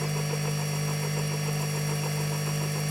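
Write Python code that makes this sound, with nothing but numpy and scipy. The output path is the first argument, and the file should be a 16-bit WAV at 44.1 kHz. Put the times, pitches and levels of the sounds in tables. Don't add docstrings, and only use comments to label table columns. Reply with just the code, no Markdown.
import sys
import numpy as np
from scipy import signal
from scipy.fft import rfft, irfft
from scipy.io import wavfile
from scipy.ndimage import uniform_filter1d

SR = 44100
rng = np.random.default_rng(int(sys.argv[2]) if len(sys.argv) > 2 else 0)


def boost(x):
    u = np.asarray(x, float) / 20
    return 10 ** u


def master_out(mix):
    frames = np.transpose(np.atleast_2d(mix))
    ceiling = np.clip(frames, -1, 1)
    pcm = np.round(ceiling * 32767).astype(np.int16)
    wavfile.write(sys.argv[1], SR, pcm)


N = 127890
T = np.arange(N) / SR
MEAN_SHAFT_HZ = 47.063


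def evened(x):
    return x / np.sqrt(np.mean(x ** 2) + 1e-20)


def slow(hz):
    drift = signal.lfilter([1], [1, -np.exp(-2 * np.pi * hz / SR)], rng.standard_normal(N + SR))
    return evened(drift[SR:])


def coloured(x, points):
    f, level_db = np.transpose(points)
    hz = np.fft.rfftfreq(N, 1 / SR)
    gain_db = np.interp(np.log(hz + 1), np.log(f), level_db, left=-80, right=-80)
    return evened(irfft(rfft(x) * boost(gain_db), N))


def rung(x, peaks):
    hz = np.fft.rfftfreq(N, 1 / SR)
    power = sum(boost(2 * db) / w / (1 + ((hz - f) / w) ** 2) ** 2 for f, w, db in peaks)
    return irfft(rfft(x) * np.sqrt(power * SR / np.pi), N)


def firm(peaks, window_s):
    x = rung(rng.standard_normal(N), peaks)
    power = uniform_filter1d(x ** 2, max(int(window_s * SR), 1))
    return x * np.std(x) / np.sqrt(power + 1e-12)


def tone(turns, db):
    return np.sqrt(2) * boost(db) * np.sin(2 * np.pi * turns)


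def hump(start_s, length_s):
    return np.sin(np.pi * np.clip((T - start_s) / length_s, 0, 1)) ** 2


def puffs(times_s, dbs, t60_s):
    drive, age_s = np.zeros(N), T[:1500]
    drive[np.clip((times_s * SR).astype(int), 0, N - 1)] = boost(dbs)
    envelope = np.minimum(age_s / 0.0023, 1) * boost(-60 * age_s / t60_s)
    return signal.oaconvolve(drive, envelope)[:N] * rng.standard_normal(N)


def shaft_turns():
    # start in seconds, speed jump in Hz.
    surges = [
        (-.03, 0.077),
        (.085, 0.17),
        (0.429, 0.2007),
        (.79, 0.142),
        (1.13, 0.079),
        (1.48, 0.098),
        (1.79, 0.058),
        (2.13, 0.079),
        (2.491, 0.147),
        (2.85, 0.27),
    ]
    rise_s, sag_s = 0.025, .17
    drag_hz, drag_s = 0.0503, 0.1205
    hz = 47.005 + .02 * slow(23.0)
    for start_s, jump_hz in surges:
        age_s = np.maximum(T - start_s, 0)
        hz = hz + jump_hz * np.minimum(age_s / rise_s, 1) * np.exp(-age_s / sag_s)
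        hz = hz + 0.44 * jump_hz * hump(start_s, 0.0887)
        hz = hz - drag_hz * hump(start_s - drag_s * 0.85, drag_s)
    turns = np.cumsum(hz) / SR
    return turns - np.mean(turns - MEAN_SHAFT_HZ * T) + .73


def motor_hum(mains):
    orders = (1, 2, 3, 4, 5, 6, 7, 8, 9, 15, 23, 24, 25, 26, 27, 29, 30, 31, 32, 33, 36, 57, 58)
    levels_db = [-61, -49, -30, -43, -54, -62, -61, -55, -45, -60, -63, -62, -63, -58, -62, -68, -71, -68,
                 -62, -64, -65, -61, -68]
    out = np.zeros(N)
    for k, db in zip(orders, levels_db):
        phase = 0.58 * (k in (6, 9)) + (k > 9) * 0.077 * rng.standard_normal()
        out += tone(k * mains + phase, db)
    return out


def mixed_tones(shaft, mains):
    mixes = ((1, 0), (1, 2), (-1, 4), (1, 3), (-1, 6), (13, -10), (10, -4), (1, 9), (12, -2), (12, 3),
             (14, 0), (15, 0), (13, 3), (14, 2), (24, 3), (34, 0), (8, 1), (24, -3), (13, -3), (16, 0),
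             (40, 3), (47, -3), (49, 1), (176, -1), (216, 1))
    levels_db = [-57, -57, -59, -65, -66, -73, -64, -56, -61, -55, -54, -62, -63, -62, -63, -65, -67, -61,
                 -61, -63, -62, -64, -64, -64, -64]
    out = np.zeros(N)
    for (a, b), db in zip(mixes, levels_db):
        out += tone(a * shaft + b * mains + (a > 1) * rng.random(), db)
    return out


def slot_whine(shaft, mains):
    orders = (12, 24, 36, 48, 60, 72, 96, 105, 113, 120, 144, 168, 175, 190, 217)
    # centre, mains below, mains above, twice the mains off, all in dB.
    levels_db = [(-49, -65, -64, -78), (-53, -69, -65, -64), (-55, -72, -69, -78), (-64, -73, -65, -65),
                 (-58, -71, -72, -78), (-57, -72, -62, -78), (-51, -60, -54, -60), (-62, -65, -63, -69),
                 (-65, -67, -72, -76), (-46, -50, -53, -56), (-69, -70, -71, -75), (-68, -68, -68, -71),
                 (-63.5, -65, -66, -69), (-66, -67, -67, -70), (-66, -67, -67, -70)]
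    depths = (.1, .07, .08, .06)
    runout = sum(depth * np.cos(2 * np.pi * (j + 1) * shaft + j) for j, depth in enumerate(depths))
    out = np.zeros(N)
    for k, (db, low_db, high_db, far_db) in zip(orders, levels_db):
        centre = k * shaft + rng.random()
        stronger_side = np.sign(high_db - low_db + .5)
        family = tone(centre, db) + tone(centre - mains + .5, low_db) + tone(centre + mains, high_db)
        family += tone(centre + 2 * stronger_side * mains, far_db)
        out += family * boost(.5 * slow(4.5)) * (1 + (k > 50) * runout)
    return out


def gears(shaft):
    # frequency in Hz, level in dB.
    gear_lines = [(1663.8, -62), (1800.7, -58), (1829.6, -62), (1901.3, -69), (2002.8, -66), (2031.7, -58),
                  (2034.7, -61), (2060.6, -60), (2180.2, -63), (2291.6, -64), (2327.9, -59), (2356.9, -61),
                  (2558.9, -64), (2587.9, -64)]
    # frequency in Hz, width in Hz, level in dB.
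    housing = [(439, 134, -53), (733, 56, -52.5), (1680, 70, -64), (1820, 50, -54.5), (2083, 85, -55.5),
               (2267, 160, -52), (2640, 250, -50), (2856, 35, -57.5), (3300, 230, -64.5), (4040, 71, -66),
               (4900, 130, -63)]
    # frequency in Hz, level in dB.
    roar = [(40, -18), (230, -10.5), (450, -4.5), (800, -7), (950, -10), (1500, -10.5), (2900, -10),
            (3500, -19.5)]
    mesh_hz, mesh_depth, roar_db = 233.7, 0.24, -45.5
    t = T + .5 * (shaft / MEAN_SHAFT_HZ - T)
    lines = sum(tone(f * t + rng.random(), db) for f, db in gear_lines)
    rattle = evened(rng.standard_normal(N) * (1 + mesh_depth * np.cos(2 * np.pi * mesh_hz * T)))
    return lines + rung(rattle, housing) + boost(roar_db) * coloured(rng.standard_normal(N), roar)


def brushes(shaft, mains):
    # frequency in Hz, level in dB.
    hiss = [(3000, -15), (4200, -14), (7000, -4), (10000, -5.5), (11800, -6), (12600, -8.5), (15300, -15.5),
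            (16500, -6)]
    # frequency in Hz, width in Hz, level in dB.
    shell = [(5280, 49, -66.5), (5600, 75, -63), (7450, 140, -62), (8250, 62, -68.5), (9300, 170, -75.5),
             (9400, 180, -78), (10560, 140, -58.5), (11360, 130, -66), (11280, 150, -60.5),
             (12130, 130, -87), (13600, 270, -66), (14200, 350, -71), (16000, 270, -76)]
    hiss_db, steady_db, throb_depth = -46.5, -50.5, 0.16
    flicker_db, swell_db, rise_db_per_s = 0.5, 0.63, .5
    phases = (shaft, 2 * shaft, 4 * shaft, 8 * shaft, shaft, 3 * shaft / 4, shaft / 4, mains)
    throb = sum(np.cos(2 * np.pi * (p + rng.random())) for p in phases)
    drift_db = flicker_db * slow(23.0) + swell_db * slow(1.3) + rise_db_per_s * T
    throbbing = np.maximum(1 + throb_depth * throb / 2, 0)
    fizz = evened(rng.standard_normal(N) * boost(drift_db) * throbbing)
    steady = coloured(rng.standard_normal(N), [(3400, -8.5), (4200, 2), (6500, -1.0), (7500, -11)])
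    return boost(steady_db) * steady + boost(hiss_db) * coloured(fizz, hiss) + rung(fizz, shell)


def cutter():
    # grind, scrape, ring, all in dB.
    bites = [(-49, -44.0, -48.5), (-59, -44, -48), (-47, -45.5, -55), (-50, -44.5, -48.3),
             (-57, -44.6, -46.1), (-66, -47.3, -45), (-50, -44, -46.6), (-54, -44.5, -48),
             (-49, -43.5, -42.5), (-48, -47, -48), (-50, -44, -47), (-50, -43.2, -42.7),
             (-44.5, -45.5, -45.2), (-45, -43.5, -46.2), (-47.4, -42.5, -47), (-46, -45.2, -52),
             (-49, -44, -48.9), (-48, -44, -48.1), (-45.5, -46.2, -50), (-44.5, -45.5, -50.7)]
    # frequency in Hz, width in Hz, level in dB.
    vice = [(970, 64, 1)]
    # frequency in Hz, width in Hz, level in dB.
    part = [(707, 81, -2), (1318, 100, -4), (2300, 130, -11), (2600, 190, -0.5), (3060, 260, -15.5)]
    spindle_hz, bite_s, bite_len_s, dip = 6.94, 0.005, 0.062, 0.93
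    ring_s, ring_len_s = 0.0285, 0.017
    grind_gain_db, ring_gain_db, bright_db = 3, 3.5, -12
    scrape, grind, ring = np.zeros((3, N))
    for k, (grind_db, scrape_db, ring_db) in enumerate(bites):
        start_s = k / spindle_hz + bite_s
        between = hump(start_s + bite_len_s * 0.32, bite_len_s * 0.31)
        bite = np.sqrt(hump(start_s, bite_len_s)) * (1 - dip * between)
        scrape += boost(scrape_db) * bite
        grind += boost(grind_db + grind_gain_db) * bite
        ring += boost(ring_db + ring_gain_db) * hump(k / spindle_hz + ring_s, ring_len_s)
    rough, clang, bright = rng.standard_normal((3, N))
    out = scrape * firm(vice, 0.0065) * boost(4.5) + rung(rough * scrape, part)
    out += grind * firm([(445, 73, -0.5), (331, 37, 1.0)], 0.0078)
    out += ring * firm([(7280, 150, 0.)], .003) + rung(clang * ring, [(4860, 150, -10.5)])
    return out + boost(bright_db) * ring * coloured(bright, [(3000, -12), (6500, -21), (12000, 4)])


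def vice_thumps():
    # centre in seconds, level in dB, frequency in Hz.
    knocks = [(0.025, -33.4, 427), (0.036, -34.0, 404), (0.049, -38, 420), (0.066, -40, 476),
              (0.164, -32, 425), (0.201, -30, 440), (0.312, -41, 426), (0.336, -29, 470), (0.454, -41, 420),
              (0.483, -33.5, 486), (0.606, -38, 480), (0.639, -37, 480), (0.737, -38, 434),
              (0.755, -36.5, 439), (0.896, -41, 387), (0.925, -48, 434), (1.037, -35.2, 470),
              (1.049, -30, 446), (1.073, -32, 440), (1.18, -32.5, 460), (1.196, -33.5, 429),
              (1.215, -39, 464), (1.333, -39, 455), (1.345, -34, 452), (1.49, -34, 460), (1.603, -43, 441),
              (1.62, -40, 407), (1.633, -42, 515), (1.645, -37.8, 409), (1.766, -42, 440),
              (1.781, -44, 445), (1.91, -43, 406), (1.931, -33, 460), (1.944, -43, 446), (2.032, -48, 385),
              (2.046, -48, 410), (2.06, -31.5, 487), (2.081, -49, 420), (2.202, -40, 441),
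              (2.328, -37, 460), (2.347, -43, 437), (2.482, -38.5, 387), (2.503, -41.4, 431),
              (2.516, -40.6, 423), (2.562, -50, 470), (2.626, -37.7, 376), (2.646, -39.2, 433),
              (2.661, -36, 390), (2.77, -36.1, 440), (2.788, -33.5, 490)]
    length_s = 0.022
    out = np.zeros(N)
    for s, db, hz in knocks:
        out += hump(s - length_s / 2, length_s) * tone(hz * (T - s), db)
    return out


def shaft_and_seam_ticks(shaft):
    # time in seconds, level in dB.
    loud_seam_ticks = [
        (1.271, -31),
        (1.528, -33),
        (2.379, -45),
        (2.632, -32),
        (2.886, -30),
    ]
    belt_s, belt_db, brush_db, spread_db = 1.271, -41, -47.5, 2.5
    turn = shaft - shaft[int(belt_s * SR)]
    at = np.flatnonzero(np.diff(np.floor(turn))) + 1
    seam_s = at[np.round(turn[at]) % 4 == 0] / SR
    luck_db = spread_db * rng.standard_normal((len(at), 2))
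    brush = puffs(at / SR - .004, brush_db + luck_db[:, 1], 0.041)
    seam_db = belt_db + 1.5 * seam_s + .4 * luck_db[:len(seam_s), 0]
    bright = puffs(seam_s, seam_db, 0.031) + puffs(*np.transpose(loud_seam_ticks), 0.022)
    steel = [(10630, 300, -2.5), (9400, 220, -10), (11400, 440, -6.5), (8400, 200, -12)]
    return rung(brush, [(8200, 120, -0.5), (7190, 150, -6.5)]) + rung(bright, steel)


def scene():
    shaft = shaft_turns()
    mains = 49.96 * T + .27
    mix = motor_hum(mains) + mixed_tones(shaft, mains) + slot_whine(shaft, mains)
    mix += gears(shaft) + brushes(shaft, mains)
    mix += cutter() + vice_thumps() + shaft_and_seam_ticks(shaft)
    return np.array([mix, mix])


def unlinked(dry):
    # start in seconds, low edge in Hz, high edge in Hz.
    slips = [
        (.047, 4150, 5750),
        (.047, 6900, 8250),
        (.047, 9650, 11000),
        (.047, 12450, 13750),
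        (1.185, 5700, 6850),
    ]
    hz, out = np.fft.rfftfreq(N, 1 / SR), dry
    for s, low_hz, high_hz in slips:
        sources = np.vstack([dry[:1], rng.standard_normal((2, N))])
        band = irfft(rfft(sources) * ((hz > low_hz) & (hz < high_hz)), N)
        noise = .85 * band[1:] * np.std(band[0]) / np.std(band[1])
        out = out + np.sqrt(hump(s, .046)) * (noise - band[0])
    return out


def band_limit(x):
    return signal.sosfilt(signal.butter(12, 15780, fs=SR, output="sos"), x)


def record(dry):
    mix = unlinked(dry)
    return band_limit(mix)


dry = scene()
out = record(dry)
master_out(out)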